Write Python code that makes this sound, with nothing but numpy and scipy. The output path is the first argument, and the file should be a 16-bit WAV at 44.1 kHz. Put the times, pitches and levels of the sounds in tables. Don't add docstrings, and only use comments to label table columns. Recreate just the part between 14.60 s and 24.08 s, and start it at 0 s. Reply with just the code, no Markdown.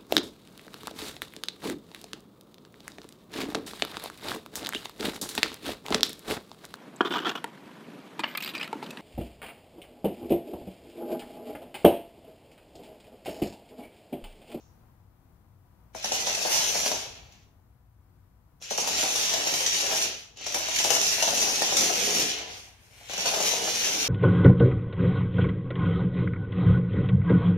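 import sys
import numpy as np
from scipy import signal
from scipy.fft import rfft, irfft, next_fast_len
from scipy.io import wavfile
from scipy.ndimage import map_coordinates

SR = 44100
rng = np.random.default_rng(int(sys.argv[2]) if len(sys.argv) > 2 else 0)


def unload_audio(sound):
    columns = np.transpose(np.atleast_2d(sound))
    steps = np.round(np.clip(columns, -1, 1) * 32767)
    wavfile.write(sys.argv[1], SR, steps.astype(np.int16))


def convert_level_to_amplitude(level_db):
    exponent = np.asarray(level_db, float) / 20
    return 10 ** exponent


N = 418068

# (time [s], housing ring level [dB], tooth mesh re ring [dB], sizzle re ring [dB],
# chassis rumble level [dB], board drone level [dB])
DRIVES = [
    [(0.0, -68, -3, -21.5, -73, -77), (0.058, -75, -10, -28.5, -75.5, -79), (0.09, -80, -13, -20, -76, -78),
     (0.286, -103, 3, -5, -74, -76.5), (0.3, -100, 16, -3, -71, -71)],
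    [(1.33, -83, 12, -5, -74.5, -70), (1.362, -41.5, -5, -10.5, -76, -68.5), (1.422, -50, 8, -13, -70, -64),
     (1.454, -36, -1, -8, -63, -59.5), (1.51, -40.5, 0, -10.5, -51, -51),
     (1.538, -28.5, -10, -9, -46.5, -52), (1.584, -36, 1.5, -14.5, -45.5, -51),
     (1.608, -31, -6, -10.5, -44, -47.5), (1.66, -38, -2.5, -9.5, -47, -53.5),
     (1.674, -29.5, -4, -15, -42.5, -47.5), (1.724, -35.5, -3.5, -11, -44.5, -48.5),
     (1.952, -26, -6, -9.5, -40, -48.5), (2.05, -31.5, -4.5, -9, -46, -48.5),
     (2.18, -30.5, -5.5, -10, -42.5, -49.5), (2.278, -31.5, -4, -9, -45.5, -48),
     (2.358, -35.5, -4.5, -12, -50.5, -51), (2.612, -62.5, 5.5, -15.5, -60.5, -67.5),
     (2.798, -69, 4, -23, -77, -78), (3.0, -104, -1, -10, -83, -80.5)],
    [(4.0, -73, -3, -17, -76.5, -72), (4.028, -42.5, -6, -20, -75, -71.5),
     (4.082, -52.5, 5, -12.5, -70, -63), (4.122, -31, -6.5, -12.5, -65, -68.5),
     (4.176, -44, 1, -8, -55.5, -57), (4.21, -23.5, -11, -13, -43, -48), (4.234, -36, -3, -12, -37, -47),
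     (4.284, -30.5, -6, -9, -44, -48.5), (4.338, -32, -2, -12.5, -40.5, -43),
     (4.41, -29.5, -4.5, -9, -39, -48), (4.606, -30.5, -4, -9, -46, -46.5),
     (4.788, -32.5, -2, -13, -43, -47), (4.97, -31, -4, -7, -42, -45), (5.116, -31.5, -2, -12, -45, -54),
     (5.312, -31.5, -2, -9.5, -40.5, -46), (5.426, -29.5, -5, -9.5, -40.5, -48),
     (5.514, -43, 2, -15.5, -55, -54), (5.592, -51, 0.5, -11.5, -62.5, -62),
     (5.76, -70, -2, -19, -69, -73.5)],
    [(5.76, -64, 8, -20, -64, -66), (5.77, -54, 1, -27, -61.5, -66), (5.85, -44.5, 6, -20, -60.5, -55),
     (5.87, -32, -9, -21.5, -61, -61.5), (5.92, -42.5, 1, -12, -60.5, -56),
     (5.96, -32, -7.5, -8.5, -47, -54), (6.05, -35, 1, -14, -46.5, -54),
     (6.25, -30, -6.5, -9.5, -42.5, -51), (6.3, -32.5, 0.5, -6, -42.5, -44.5),
     (6.32, -22.5, -10, -10, -40.5, -44), (6.38, -31, -7, -12.5, -36.5, -45),
     (6.47, -26, -9.5, -12.5, -51, -46.5), (6.61, -35.5, 2.5, -6, -50, -50.5),
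     (6.63, -24, -16, -13, -42, -51), (6.66, -32.5, -4, -8, -45, -44.5), (6.79, -28, -5.5, -9, -40, -43),
     (7.1, -31.5, -2.5, -11.5, -47.5, -44.5), (7.22, -26, -8.5, -10, -38, -33),
     (7.28, -30.5, -4, -9.5, -39, -40), (7.49, -30, -3, -10, -42, -37.5),
     (7.62, -27.5, -5, -8.5, -44.5, -39.5), (7.74, -39.5, 5, -12.5, -48, -48.5),
     (7.85, -47.5, 5.5, -15, -48.5, -49.5), (8.0, -50.5, -1.5, -9.5, -63, -61),
     (8.2, -77, -2, -9, -80, -80)],
    [(8.2, -69, -3, -1, -76.5, -78), (8.448, -62, 6.5, -4.5, -66.5, -68), (8.52, -41.5, 3, -16, -61.5, -60),
     (8.562, -40.5, 6.5, -7.5, -58.5, -60), (8.584, -33.5, 0, -10, -54.5, -55),
     (8.656, -36.5, 0, -10.5, -39, -49), (8.676, -29.5, -1, -10.5, -40, -54),
     (8.712, -36.5, -1, -6.5, -40.5, -43.5), (8.758, -32, -2, -8.5, -36.5, -41.5),
     (8.826, -31.5, -1.5, -8, -42, -41), (9.136, -35, -1.5, -10, -45, -45),
     (9.212, -30.5, -2, -9, -39.5, -45), (9.404, -31, -2, -9.5, -44, -43.5),
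     (9.468, -34, -2, -10, -41, -49.5), (9.48, -27, -7, -15, -48, -44.5)],
]
# (time [s], peak level [dB], plastic clack re peak [dB])
LANDINGS = [(1.348, -29.5, -5), (1.442, -24, 3), (1.516, -21, -22), (1.67, -21.5, -1.5), (1.695, -24.5, -3),
            (1.777, -32, 2), (1.85, -18, -14), (1.954, -25.5, 2), (2.014, -26, -1), (2.153, -22.5, -1),
            (2.26, -22.5, 4), (2.315, -19.5, -1), (2.455, -38.5, -3.5), (4.014, -44.5, 2.5),
            (4.108, -23, -0.5), (4.181, -18, -2.5), (4.273, -22, 4.5), (4.352, -31.5, 3),
            (4.428, -19, -8.5), (4.555, -26.5, 10.5), (4.608, -30.5, 8.5), (4.661, -36.5, -11.5),
            (4.705, -30, 5), (4.736, -25.5, 9.5), (4.76, -33.5, 6.5), (4.797, -33.5, 3), (4.867, -22, -1.5),
            (4.937, -23.5, 8), (5.004, -27.5, 4.5), (5.084, -37, 0.5), (5.164, -35.5, 16.5),
            (5.203, -33.5, 7), (5.229, -24, 0), (5.253, -38, -11.5), (5.292, -28, 2.5),
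            (5.314, -23.5, -3.5), (5.772, -50.5, 0), (5.809, -42.5, 2), (5.864, -27, -0.5),
            (5.922, -34, 3.5), (5.944, -20, -1.5), (6.083, -26.5, 4.5), (6.2, -25.5, 7), (6.246, -18, -4),
            (6.303, -16, 3.5), (6.463, -32.5, 6), (6.515, -30, 6), (6.58, -26, 3.5), (6.623, -19, 0),
            (6.676, -18, 1), (6.703, -28.5, 0), (6.726, -21, -5), (6.768, -27, -2.5), (6.824, -26, 1),
            (6.873, -25, 3), (6.976, -32.5, 3.5), (7.018, -18, 4.5), (7.089, -26, 1.5), (7.122, -20.5, -2),
            (7.224, -31.5, -5), (7.272, -26, -5), (7.468, -24.5, 0), (7.567, -26, -5), (8.41, -46, -7),
            (8.495, -28.5, -1), (8.533, -28, 3), (8.578, -23.5, -3.5), (8.657, -20.5, -11),
            (8.738, -22, 2.5), (8.802, -20, -1), (8.91, -28.5, 11.5), (8.935, -26, -3.5),
            (9.075, -24.5, -5), (9.143, -29, -1), (9.269, -26, -11)]
# (time [s], peak level [dB])
SNAPS = [(1.3357, -57.5), (1.3552, -41), (1.4246, -29), (1.5194, -18), (1.6695, -23), (1.7482, -19),
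         (2.722, -48), (4.0078, -56), (4.022, -35), (4.1046, -26), (4.1756, -18.5), (4.8721, -17),
         (5.0612, -12), (5.7704, -40.5), (5.8414, -35), (5.866, -25), (5.9207, -27), (5.9427, -16.5),
         (6.1606, -17), (6.1855, -14.5), (6.2402, -13.5), (6.303, -15.5), (6.4134, -14), (6.4648, -16.5),
         (6.6238, -13), (6.7728, -17), (7.167, -9.5), (7.5214, -30), (7.7844, -30.5), (8.4542, -45.5),
         (8.493, -39), (8.511, -31.5), (8.6567, -18), (8.9202, -24)]
# (time [s], level [dB])
SLIDES = [
    [(7.95, -61.5), (7.992, -66.5), (8.02, -62.5), (8.138, -71.5), (8.31, -71), (8.346, -66), (8.478, -62),
     (8.52, -49)],
]
# (frequency [Hz], density [dB per Hz])
HOUSING = [(2650, -30.5), (4500, -12.5), (5150, -9.5), (5580, -2), (5830, -1), (6760, -6), (7500, -11.5),
           (7900, -26.5), (10300, -42), (17400, -120)]
# (frequency [Hz], density [dB per Hz])
MESH = [(650, -29.5), (1100, -16), (1590, -8), (2740, 2.5), (3360, -0.5), (4700, -6.5), (6110, -31.5),
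        (10300, -120)]
# (frequency [Hz], density [dB per Hz])
SIZZLE = [(4850, -24.5), (8250, -12.5), (8680, -5), (9370, -2.5), (10900, -8), (11900, -5), (12600, -9),
          (13600, -5.5), (14600, -22), (15600, -22.5)]
# (frequency [Hz], width [Hz], level [dB])
CHASSIS = [(550.4, 100, -3.5), (656, 151, 2), (811, 187, 0), (978, 150, -3.5), (1410, 770, -14.5)]
# (frequency [Hz], width [Hz], level [dB])
BOARDS = [(140, 58, -13), (200, 60, -6.5), (309, 99, -5.5), (407.5, 70, 0.5), (492, 90, -2)]
# (frequency [Hz], density [dB per Hz])
FELT = [(410, -35), (700, -5.5), (919, 1), (1190, -4), (2280, 3.5), (6200, -7.5), (8240, -6.5),
        (13000, -12), (15600, -17)]
# (frequency [Hz], density [dB per Hz])
MURMUR = [(15, -36), (25, -21.5), (49, -8.5), (101, -9.5), (174, -18), (369, -27.5), (434, -35.5),
          (483, -29), (538, -33.5), (763, -29.5), (1240, -33), (1500, -37), (2780, -46), (8610, -51),
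          (15600, -44)]
# (time [s], level [dB])
MURMUR_LEVEL = [(0.0, -55), (0.84, -58), (1.9, -56), (2.51, -54), (2.95, -59), (3.43, -59), (4.88, -59.5),
                (5.83, -61), (6.23, -58.5), (7.52, -62), (8.0, -59.5), (8.74, -67), (9.48, -63)]
# (frequency [Hz], rms level [dB])
HUM = [(59.2, -70), (96.9, -67.5), (118.4, -71), (489.9, -91), (737.5, -95), (985.1, -85.5), (1486, -91.5)]
# (frequency [Hz], 60 dB decay time [s])
ROOM_DECAY = [(200, 0.4), (1000, 0.45), (5000, 0.35), (12000, 0.23)]
# (frequency [Hz], correlation [-1..1])
NEAR_ALIKE = [(60, 0.84), (180, 0.93), (550, 0.35), (1650, 0.042), (4970, 0.12), (15000, 0.056)]
# (frequency [Hz], correlation [-1..1])
MURMUR_ALIKE = [(60, 0.91), (180, 0.92), (550, 0.57), (1650, 0.17), (4970, -0.28), (15000, -0.01)]
# (frequency [Hz], left over right [dB])
NEAR_LEAN = [(60, 4), (240, 1), (950, 3), (3770, 0), (15000, 1.0)]
# (frequency [Hz], left over right [dB])
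MURMUR_LEAN = [(60, 4), (240, 7.5), (950, 6.5), (3770, 3.5), (15000, 7.5)]


def unit(x):
    return x / np.sqrt(np.mean(x ** 2) + 1e-20)


def along(points, hz):
    f, v = np.transpose(points)
    return np.interp(np.log(hz + 1), np.log(f + 1), v)


def curve(tables, index):
    t = np.arange(N) / SR
    out = np.full(N, -120.)
    for rows in map(np.array, tables):
        on = (t >= rows[0, 0]) & (t <= rows[-1, 0])
        out[on] = np.interp(t[on], rows[:, 0], rows[:, index])
    return out


def wobble(rate):
    knots = rng.standard_normal(int(N * rate / SR) + 4)
    return map_coordinates(knots, [np.arange(N) * rate / SR])


def filtered(x, response):
    m = next_fast_len(N + SR // 2)
    return irfft(rfft(x, m) * response(np.fft.rfftfreq(m, 1 / SR)), m)[..., :N]


def coloured(x, spectrum):
    return unit(filtered(x, lambda hz: convert_level_to_amplitude(along(spectrum, hz))))


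def resonant(modes):
    def response(f):
        total = 0
        for k, (centre, width, db) in enumerate(modes):
            mode = 1j * f * width / (centre * centre - f * f + 1j * f * width)
            total = total + (-1) ** k * convert_level_to_amplitude(db) * mode
        return total
    return response


def paired(pair, alike, lean):
    def mixing(hz):
        angle = np.arccos(np.clip(along(alike, hz), -1, 1)) / 2
        return np.sqrt(2) * np.array([np.cos(angle), np.sin(angle)])

    mid, side = filtered(pair, mixing)
    tilt = lambda hz: convert_level_to_amplitude(np.outer([.5, -.5], along(lean, hz)))
    return filtered(np.array([mid + side, mid - side]), tilt)


def chatter(rate, spread_db, smooth):
    size_db = spread_db * np.clip(rng.standard_normal(N), -2, 2)
    ticks = (rng.random(N) < rate / SR) * rng.choice([-1, 1], N) * convert_level_to_amplitude(size_db)
    smooth = np.clip(smooth, 0, 1)
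    return np.sqrt(1 - smooth) * unit(ticks) + np.sqrt(smooth) * rng.standard_normal(N)


def bursts(times, db, t60, rise, length=1500):
    out = np.zeros(N + int(length))
    t = np.arange(int(length)) / SR
    shape = convert_level_to_amplitude(-60 * t / t60) * (1 - np.exp(-t / rise))
    for s, level in zip(times, db):
        crack = shape * rng.standard_normal(len(t))
        out[round(s * SR):][:len(t)] += convert_level_to_amplitude(level) * crack / np.linalg.norm(crack)
    return out[:N]


def gears():
    ring_db = curve(DRIVES, index=1)
    surge = convert_level_to_amplitude(0.66 * wobble(12) + 1.3 * wobble(45))
    teeth = surge * chatter(rate=1200, spread_db=3.5, smooth=.4)
    rattle = convert_level_to_amplitude(ring_db - 1.5) * coloured(teeth, HOUSING)
    rattle += convert_level_to_amplitude(ring_db + curve(DRIVES, index=2) - 3.2) * coloured(teeth, MESH)
    rattle += convert_level_to_amplitude(ring_db + curve(DRIVES, index=3) - 1.2) * coloured(teeth, SIZZLE)

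    s, db, clack_db = np.transpose(LANDINGS)
    clacks = bursts(s, db + clack_db, t60=0.032, rise=.003)
    snap_s, snap_db = np.transpose(SNAPS)
    snaps = bursts(snap_s, snap_db, t60=0.027, rise=.0015)

    def plastic(hz):
        return convert_level_to_amplitude(along(HOUSING, hz) + 28) + convert_level_to_amplitude(along(MESH, hz) + 18.5) + convert_level_to_amplitude(along(SIZZLE, hz) + 15)
    return rattle + filtered(clacks + snaps, plastic)


def rollers():
    body, boards = resonant(CHASSIS), resonant(BOARDS)
    grain = convert_level_to_amplitude(1.6 * wobble(14)) * chatter(rate=150, spread_db=3, smooth=.3)
    rumble = unit(filtered(grain, body))
    joints = convert_level_to_amplitude(0.58 * wobble(14)) * chatter(rate=78, spread_db=2.5, smooth=.6)
    drone = unit(filtered(joints, boards))
    rolling = convert_level_to_amplitude(curve(DRIVES, index=4) - 1.0) * rumble + convert_level_to_amplitude(curve(DRIVES, index=5) - 1.3) * drone

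    s, db, _ = np.transpose(LANDINGS)
    thumps = np.zeros(N)
    thumps[np.round(s * SR).astype(int)] = convert_level_to_amplitude(db)
    thumps += 0.66 * bursts(s + .004, db, t60=0.037, rise=.002)
    return rolling + convert_level_to_amplitude(33.5) * filtered(thumps, body) + convert_level_to_amplitude(27.5) * filtered(thumps, boards)


def room(x, direct, size=4096):
    direct = np.clip(direct, 0, 1)
    count = N // size + 2
    hz, t, z = signal.stft(rng.standard_normal((count, 2, SR // 4)), SR, nperseg=256)
    decay = convert_level_to_amplitude(-60 * t / along(ROOM_DECAY, hz)[:, None])
    tails = signal.istft(z * decay, SR, nperseg=256)[1]
    tails *= np.sqrt(1 - direct) / np.linalg.norm(tails, axis=2, keepdims=True)

    paths, lag = np.arange(count), rng.integers(0, 60, count)
    tails[paths, lag % 2, lag] += np.sqrt(direct)
    tails[paths, 1 - lag % 2, 0] += np.sqrt(direct)

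    x = np.pad(x, (size, 2 * size))
    out = np.zeros((2, N + 4 * size + SR))
    fade = np.sin(np.pi * np.arange(2 * size) / (2 * size))
    for k in range(count):
        piece = x[k * size:][:2 * size] * fade
        heard = signal.fftconvolve(piece[None], tails[k], axes=1)
        out[:, k * size:][:, :heard.shape[1]] += heard
    return out[:, size:size + N]


def household():
    level_db = curve([MURMUR_LEVEL], index=1)
    air = unit(filtered(rng.standard_normal((2, N)), lambda hz: convert_level_to_amplitude(along(MURMUR, hz))))
    t = np.arange(N) / SR
    hum = np.zeros(N)
    for hz, db in HUM:
        hum += convert_level_to_amplitude(db + 3.3 * wobble(4.2)) * np.sin(2 * np.pi * hz * t + 1.5 * wobble(4.3))
    murmur = convert_level_to_amplitude(level_db - 5.0 + 1.0 * wobble(4.2)) * air
    return paired(murmur + [hum, 0 * hum], MURMUR_ALIKE, MURMUR_LEAN)


def slipper():
    slips = chatter(rate=2500, spread_db=1.5, smooth=.7)
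    return convert_level_to_amplitude(curve(SLIDES, index=1) + 6) * coloured(slips, FELT)


def scene():
    near = room(gears() + slipper(), direct=0.44) + room(rollers(), direct=0.58)
    return convert_level_to_amplitude(-0.52) * paired(near, NEAR_ALIKE, NEAR_LEAN) + household()


def top_cut(x):
    return signal.sosfilt(signal.butter(12, 15720, fs=SR, output="sos"), x)


def record(dry):
    mix = filtered(dry, lambda hz: hz < 15750)
    return top_cut(mix)


dry = scene()
out = record(dry)
unload_audio(out)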